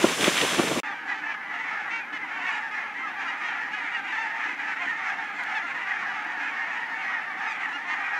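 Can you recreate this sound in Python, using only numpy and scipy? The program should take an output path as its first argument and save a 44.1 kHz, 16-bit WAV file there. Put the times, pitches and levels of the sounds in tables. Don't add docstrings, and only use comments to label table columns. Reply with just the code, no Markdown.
import sys
import numpy as np
from scipy import signal
from scipy.fft import rfft, irfft, next_fast_len
from scipy.io import wavfile
from scipy.ndimage import uniform_filter1d, map_coordinates

SR = 44100
rng = np.random.default_rng(int(sys.argv[2]) if len(sys.argv) > 2 else 0)


def write(x):
    x = np.atleast_2d(x).T
    wavfile.write(sys.argv[1], SR, np.round(np.clip(x, -1, 1) * 32767).astype(np.int16))

N = 361179

# f/Hz, gain/dB
VOCAL_TRACT = [(80, -62), (300, -42), (640, -23.5), (850, -9.5), (1050, -11.5), (1350, -2.5), (1550, -13),
               (1880, 0.5), (2350, -10), (3200, -20), (4500, -28), (6200, -28.5), (9000, -47.5),
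               (15000, -71)]
CUT, RESUME = .8015, .833


def near_geese():
    # t/s, length/s, top pitch f/Hz, place of the pitch crest (share of the call),
    # nominal level of the favoured overtone/dB, open bill favours f/Hz, shrillness/dB
    yaps = [(0.851, 0.091, 895, 0.39, -39, 1840, 12), (0.95, 0.1, 809, 0.2, -48, 1650, 5),
            (1.075, 0.066, 501, 0.36, -31.5, 1970, 2), (1.132, 0.082, 441, 0.6, -46, 1760, 13.5),
            (1.226, 0.12, 870, 0.25, -32.5, 1790, -10), (1.254, 0.105, 334.7, 0.41, -42, 2390, -1),
            (1.527, 0.12, 474, 0.43, -54, 3180, -2.5), (1.705, 0.086, 439, 0.37, -32.5, 1825, -6),
            (1.901, 0.11, 459, 0.56, -38, 2300, 2.5), (1.994, 0.062, 820, 0.35, -44, 2450, -8),
            (2.123, 0.061, 432, 0.37, -36.5, 1750, 4.5), (2.207, 0.048, 1042, 0.44, -37.5, 2080, -6),
            (2.275, 0.22, 447.5, 0.48, -46, 2240.0, 4), (2.401, 0.19, 968, 0.72, -37.5, 1970, 6),
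            (2.465, 0.059, 873, 0.23, -40.5, 2630, 1), (2.73, 0.091, 401, 0.52, -40.5, 2000, -2),
            (2.785, 0.06, 827, 0.47, -48, 2520, -6), (2.825, 0.073, 1020, 0.088, -51, 3060, -6),
            (3.025, 0.063, 662, 0.2, -35.5, 1330, -7), (3.069, 0.032, 897, 0.36, -46, 1850, 17),
            (3.163, 0.16, 818, 0.4, -41, 1660, 2.5), (3.269, 0.042, 960, 0.53, -31, 1920.0, 6.5),
            (3.41, 0.088, 1260, 0.59, -44.5, 1260, 12), (3.436, 0.084, 465, 0.35, -36, 1880.0, 9),
            (3.494, 0.16, 877, 0.85, -38.5, 1770, 0), (3.709, 0.1, 421, 0.6, -44, 2540, 2),
            (3.855, 0.1, 421, 0.1, -40, 2050, -10), (3.935, 0.045, 960, 0.27, -30.5, 1900.0, 5.5),
            (4.073, 0.061, 963, 0.48, -37, 1920, 10), (4.116, 0.051, 874, 0.47, -31.5, 1760, 3),
            (4.169, 0.085, 898, 0.5, -31, 1720, 1), (4.394, 0.12, 458, 0.35, -39.5, 1800, 1),
            (4.42, 0.053, 430, 0.38, -37, 1710.0, 2), (4.666, 0.068, 335.4, 0.65, -40, 1690, -1),
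            (4.765, 0.079, 473, 0.18, -36, 1870.0, 2), (4.861, 0.055, 927, 0.79, -30.5, 1780, -9),
            (5.07, 0.043, 875, 0.43, -31.5, 1670, 1), (5.543, 0.051, 878, 0.32, -28.5, 1640, 0),
            (5.698, 0.067, 904, 0.97, -43, 1820, -9), (5.896, 0.048, 970, 0.15, -28.5, 1880, -7),
            (5.958, 0.33, 904, 0.084, -41, 1800, -6), (6.389, 0.13, 835, 0.55, -36.5, 1640, -6),
            (6.538, 0.27, 934, 0.12, -39.5, 1840, -1), (6.76, 0.051, 893, 0.63, -45, 1780, -4),
            (6.916, 0.064, 450, 0.7, -43, 2260, -7), (6.957, 0.095, 450, 0.41, -42, 2240.0, -9),
            (7.014, 0.077, 853, 0.58, -39.5, 1710.0, 5), (7.044, 0.18, 318.8, 0.34, -34.5, 1900, -12),
            (7.405, 0.07, 894, 0.25, -34, 1780, 2), (7.451, 0.065, 425, 0.23, -40, 1270.0, -5),
            (7.467, 0.066, 1265, 0.25, -42, 2460, 12), (7.625, 0.054, 1018, 0.26, -40, 2040, -2),
            (7.625, 0.039, 958, 0.52, -30, 1900, 1), (7.721, 0.055, 1425, 0.71, -34.5, 2930, -10),
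            (7.722, 0.091, 866, 0.43, -49, 1770.0, 17), (7.878, 0.072, 309, 0.59, -30.5, 1970, 1.5),
            (7.963, 0.23, 317.8, 0.45, -35, 1900, -15), (8.104, 0.12, 840, 0.16, -35.5, 1690, -4)]
    arch, waver_share = .2, .0045
    bill_db, bill_width_hz = 7.5, 190
    upper_db, upper_hz, upper_width_hz = 6, 2870, 220
    shrill_hz, shrill_fade_db = 2690, 3
    attack_s = .012
    out, waver = np.zeros((2, N + SR)), wobble(90)
    hoarse = amp(1.5 * wobble(180))
    for s, length, top_hz, crest, db, bill_hz, shrill_db in yaps:
        at, u = round(s * SR), np.linspace(0, 1, num=int(length * SR))
        unsteady = 1 + waver_share * np.resize(waver[at:], len(u))
        pitch = top_hz * (1 - arch * (u - crest) ** 2) * unsteady
        k = np.arange(1, 10500 // top_hz + 1)[:, None]
        overtone_hz = k * top_hz
        off_bill_hz = overtone_hz - bill_hz
        scatter, phase = rng.standard_normal((2, len(k), 1))
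        colour_db = np.minimum(along(VOCAL_TRACT, k * pitch) - along(VOCAL_TRACT, bill_hz), 0)
        colour_db += 2.1 * scatter * (abs(off_bill_hz) > top_hz / 2)
        colour_db += bill_db * (1 / (1 + (off_bill_hz / bill_width_hz) ** 2) - 1)
        faded_db = shrill_db - shrill_fade_db * np.log2(overtone_hz / shrill_hz)
        colour_db += faded_db * (overtone_hz > shrill_hz)
        colour_db += upper_db / (1 + ((overtone_hz - upper_hz) / upper_width_hz) ** 2)
        tones = amp(colour_db) * np.sin(k * 2 * np.pi * np.cumsum(pitch) / SR + phase)
        swell = np.minimum(1, u * length / attack_s) * np.minimum(1, (1 - u) / 0.14)
        call = np.sqrt(2) * amp(db) * swell * tones.sum(0)
        out[:, at:at + len(u)] += call * panned(rng.normal(-.5, 1.2))
    return out[:, :N] * hoarse


def flock(near, count=170):
    # t/s, level/dB
    chatter = [(.85, -32), (1.05, -39), (1.1, -32), (1.16, -36.5), (1.3, -36), (1.465, -36.5),
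               (1.55, -32.5), (1.96, -34.5), (2.065, -39), (2.3, -35.5), (2.49, -31.5), (3.15, -35.5),
               (3.22, -33), (3.65, -33), (3.7, -35.5), (3.76, -33.5), (4.9, -32), (5.21, -31.5),
               (5.33, -35.5), (5.375, -31.5), (6.45, -33), (6.88, -33), (6.94, -33.5), (7.83, -33.5),
               (7.9, -34), (8.19, -33)]
    join_db, heard_db, join_s = 2, -36.5, .082
    evening = .33
    shriller = .7
    heard = np.sqrt(np.abs(smooth(near.mean(0) ** 2, join_s)))
    level_db = curves(chatter)[0] + join_db * np.tanh(heard / amp(heard_db))
    out = np.zeros((2, 2, N))
    # (frequency stretch of the windpipe, pan dB, roughness)
    for stretch, pan_db, rough in ((.9, 1.4, .4), (.97, -2.2, .8), (1.03, .8, .5), (1.12, -1.8, 1.2)):
        calls = random_calls(count, 870 * stretch ** .5, spread=.1, length=.06)
        flaps = voices(calls, rng.random(count), .45, jitter=.018 * rough, shimmer_db=rough,
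                       breath=.22 * rough)
        out += throat(flaps, stretch, split_hz=2910)[:, None] * panned(pan_db)
    out += amp(-6) * tree_line(out.mean(1), t60=.6)
    power = np.abs(uniform_filter1d(out.mean(1, keepdims=True) ** 2, size=2600) + 1e-12)
    out /= power ** evening
    body, edge = unit(out[0]), unit(out[1])
    edge_db = -23 + shriller * (level_db + 33.5)
    return amp(level_db) * (body + amp(edge_db) * edge)


def grunts():
    calls = random_calls(count=110, hz=294.4, spread=0.081, length=0.122)
    flaps = voices(calls, np.zeros(110), 0.427, jitter=0.018, shimmer_db=6.5, breath=0.24)
    chest = lambda hz: (1j * hz * 130 / (300 ** 2 - hz ** 2 + 1j * hz * 130)) ** 2
    return amp(-56.5) * unit(filtered(flaps[0], chest))


def random_calls(count, hz, spread, length):
    sag, shrill_scatter_db = .105, 4
    at, g = rng.random(count), rng.standard_normal((count, 5))
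    top = hz * np.exp(spread * g[:, 0])
    end = top * (1 - sag * np.exp(.5 * g[:, 2]))
    return np.transpose([.7 + 7.5 * at, length * np.exp(0.2178 * g[:, 1]), top, end,
                         0.94 * g[:, 3], shrill_scatter_db * g[:, 4]])


def voices(calls, uneven, crest, jitter, shimmer_db, breath, bounce=0.35):
    times, sizes, shrill = [], [], []
    u = np.linspace(0, 1, num=64)
    for (s, length, top_hz, end_hz, db, shrill_db), alternate in zip(calls, uneven):
        pitch = top_hz - (top_hz - end_hz) * ((u - crest) / (1 - crest)) ** 2
        turns = np.cumsum(pitch) * length / len(u)
        k = np.arange(int(turns[-1]))
        time_chance, size_chance = rng.standard_normal((2, len(k)))
        part = np.interp(k + jitter * time_chance, turns, u)
        swell = np.minimum(1, part / 0.26) * np.minimum(1, (1 - part) / 0.029)
        size = swell * (1 + alternate * (-1.) ** k) * amp(db + shimmer_db * size_chance)
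        size /= np.sqrt(top_hz * (1 + alternate ** 2))
        for lag, share in ((0, 1), (rng.uniform(.0002, .001), -bounce)):
            times.append(s + part * length + lag)
            sizes.append(share * size)
            shrill.append(share * size * amp(shrill_db))
    times = np.concatenate(times)
    trains = np.array([pulses(times, np.concatenate(v)) for v in (sizes, shrill)])
    effort = np.sqrt(np.abs(uniform_filter1d(trains ** 2, size=250)))
    return trains + breath * effort * rng.standard_normal(N)


def throat(trains, stretch, split_hz):
    pipe = causal([(hz * stretch, db) for hz, db in VOCAL_TRACT])
    high = lambda hz: highpass(hz, split_hz, 6)
    return filtered(trains, lambda hz: pipe(hz) * [1 - high(hz), high(hz)])


def tree_line(x, t60):
    t = np.arange(SR // 2) / SR
    a, b = rng.standard_normal((2, len(t))) * amp(-60 * t / t60) * (t > .015)
    tail = np.array([a + 0.051 * b, a - 0.035 * b]) / np.linalg.norm(a)
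    tail = tail.reshape((1,) * (x.ndim - 1) + tail.shape)
    return signal.fftconvolve(x[..., None, :], tail, axes=-1)[..., :N]


def bushes():
    # t/s, nominal level/dB
    snaps = [(0.0865, -19), (0.208, -11), (0.2418, -10), (0.268, -16.5), (0.2894, -22), (0.377, -10),
             (0.4125, -7), (0.4526, -18), (0.4894, -19)]
    # f/Hz, relative level/dB
    twig = [(900, -30), (2000, -3), (3300, 0), (4500, -16), (9000, -40)]
    return foliage() + handling() + bursts(snaps, twig, length=0.023)


def foliage():
    # t/s, nominal level/dB
    rustle = [(0, -28.5), (.04, -25.5), (.175, -28.5), (.2, -25), (.25, -22), (.33, -25.5), (.415, -24.5),
              (.47, -26), (.53, -26.5), (.8, -30.5)]
    # f/Hz, relative level/dB
    leaf_spectrum = [(300, -26), (600, -4.5), (1200, -0.5), (2100, 1), (3300, -0.5), (4400, -9.5),
                     (6500, -7.5), (10200, -14), (15600, -30.5)]
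    fine_hz, fine_swing = 4400, .95
    crackle_db = 1.5
    leaves_db, = curves(rustle)
    hiss = rush(leaf_spectrum, [(4500, 1.0), (6800, 0.72), (15000, 0.65)])
    fine = filtered(hiss, lambda hz: highpass(hz, fine_hz, 10))
    swing_db = leaves_db - leaves_db[:round(CUT * SR)].mean()
    coarse = amp(1.5 * wobble(44.5) + crackle_db * wobble(300)) * (hiss - fine)
    leaves = coarse + amp((fine_swing - 1) * swing_db) * fine
    return amp(leaves_db - 0.5) * leaves


def handling():
    # t/s, peak of the envelope/dB
    blows = [(0.042, -5), (0.232, -22), (.276, -12.5), (0.427, -27), (0.587, -26), (0.593, -8),
             (0.631, -21), (.712, -19.5), (.761, -23.5), (0.774, -22.5)]
    # f/Hz, amplitude share
    modes = [(215, 0.51), (340, 0.69), (590, 0.34), (1390, 0.17)]
    # f/Hz, relative level/dB
    rumble_spectrum = [(18, -67), (30, -12), (174, 5), (506, 3), (572, -0.5), (881, -7.5), (1200, -3.5),
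                       (1560, -31), (2640, -120)]
    knock_s = .018
    rumble_db, shake_db, shake_s = -33.5, -19.5, .043
    rumble = rush(rumble_spectrum, [(300, 1.0)])
    knocks, rattle, t = np.zeros(N), np.zeros(N), np.arange(SR // 20) / SR
    for s, db in blows:
        ring = sum(g * np.sin(2 * np.pi * (hz * t + rng.random())) for hz, g in modes)
        u = t / knock_s * 3.3
        blow = amp(db) * u ** 3 * np.exp(3 - 3 * u)
        start = round((s - .002) * SR)
        knocks[start:][:len(t)] += blow * ring
        rattle[start:][:len(t)] += blow
    shaken = amp(rumble_db) + amp(shake_db) * np.sqrt(np.abs(smooth(rattle, shake_s)))
    body = (shaken * amp(2.5 * wobble(30.8)) + 0.22 * rattle) * rumble + knocks
    return filtered(body, lambda hz: highpass(hz, 150, 2.5))


def bursts(events, spectrum, length):
    rise_s = .0015
    gate, t = np.zeros(N + SR), np.arange(SR // 20) / SR
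    for s, db in events:
        gate[round(s * SR):][:len(t)] += amp(db - 2 - 60 * t / length) * (1 - np.exp(-t / rise_s))
    return gate[:N] * rush(spectrum, [(1000, 1.0)])


def field():
    # f/Hz, relative level/dB
    bed_spectrum = [(25, -47), (100, -35), (220, -20.5), (305, -22), (380, -26), (620, -24), (900, -23),
                    (3000, -33), (8000, -54), (11000, -55), (15700, -61.5)]
    # f/Hz, likeness (0 to 1)
    likeness = [(60, 0.18), (290, 0.75), (640, 0.92), (5000, 0.74), (12000, 1)]
    return amp(-48.5 + 0.4 * wobble(6.9)) * rush(bed_spectrum, likeness)


def amp(db):
    return 10 ** (np.asarray(db) / 20)


def panned(pan_db):
    return amp([[pan_db / 2], [-pan_db / 2]])


def unit(x):
    return x / np.sqrt(np.mean(x ** 2) + 1e-20)


def along(points, hz):
    f, v = np.transpose(points)
    return np.interp(np.log(hz + 1), np.log(f + 1), v)


def curves(rows):
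    s, *cols = np.transpose(rows)
    return [np.interp(np.arange(N) / SR, s, c) for c in cols]


def wobble(rate):
    knots = rng.standard_normal(int(N * rate / SR) + 4)
    return map_coordinates(knots, [np.arange(N) * rate / SR])


def smooth(x, seconds):
    size = max(int(seconds * SR / 2), 1)
    return uniform_filter1d(uniform_filter1d(x, size), size)


def highpass(hz, edge_hz, order):
    return 1 / (1 + (edge_hz / (hz + 1)) ** order)


def filtered(x, response):
    m = next_fast_len(N + SR // 2)
    return irfft(rfft(x, m) * response(np.fft.rfftfreq(m, 1 / SR)), m)[..., :N]


def causal(points):
    def response(hz):
        cep = irfft(np.log(amp(along(points, hz))), 2 * len(hz) - 2)
        cep[1:len(hz) - 1] *= 2
        cep[len(hz):] = 0
        return np.exp(rfft(cep))
    return response


def rush(spectrum, alike):
    turn = lambda hz: np.arccos(np.clip(along(alike, hz), -1, 1)) / 2
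    shares = lambda hz: amp(along(spectrum, hz)) * [np.cos(turn(hz)), np.sin(turn(hz))]
    mid, side = filtered(rng.standard_normal((2, N)), shares)
    return unit(np.array([mid + side, mid - side]))


def pulses(times, sizes):
    at = times[:, None] * SR
    taps = np.floor(at) + np.arange(-7, 9)
    shape = np.sinc(taps - at) * np.cos(np.pi * (taps - at) / 16) ** 2
    index = np.clip(taps, 0, N).astype(int).ravel()
    return np.bincount(index, (sizes[:, None] * shape).ravel(), N + 1)[:N]


def scene():
    # t/s, nominal level/dB
    ticks = [(5.436, -27), (6.2457, -35)]
    near = near_geese()
    geese = near + amp(-22.0) * tree_line(near.mean(0), t60=0.2)
    geese += flock(near) + grunts() + field()
    geese += bursts(ticks, [(2000, -23), (3300, 8), (15000, -14)], length=0.0076)
    t = np.arange(N) / SR
    fade = np.where(t < CUT, 1, amp(-16 - 2050 * (t - CUT)))
    return bushes() * fade + geese * (t > RESUME)


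def record(dry):
    rounded = dry / (1 + np.abs(dry / .7) ** 4) ** (1 / 4)
    lowpass = signal.ellip(16, .2, 90, 15750, fs=SR, output="sos")
    return signal.sosfilt(lowpass, rounded)


dry = scene()
out = record(dry)
write(out)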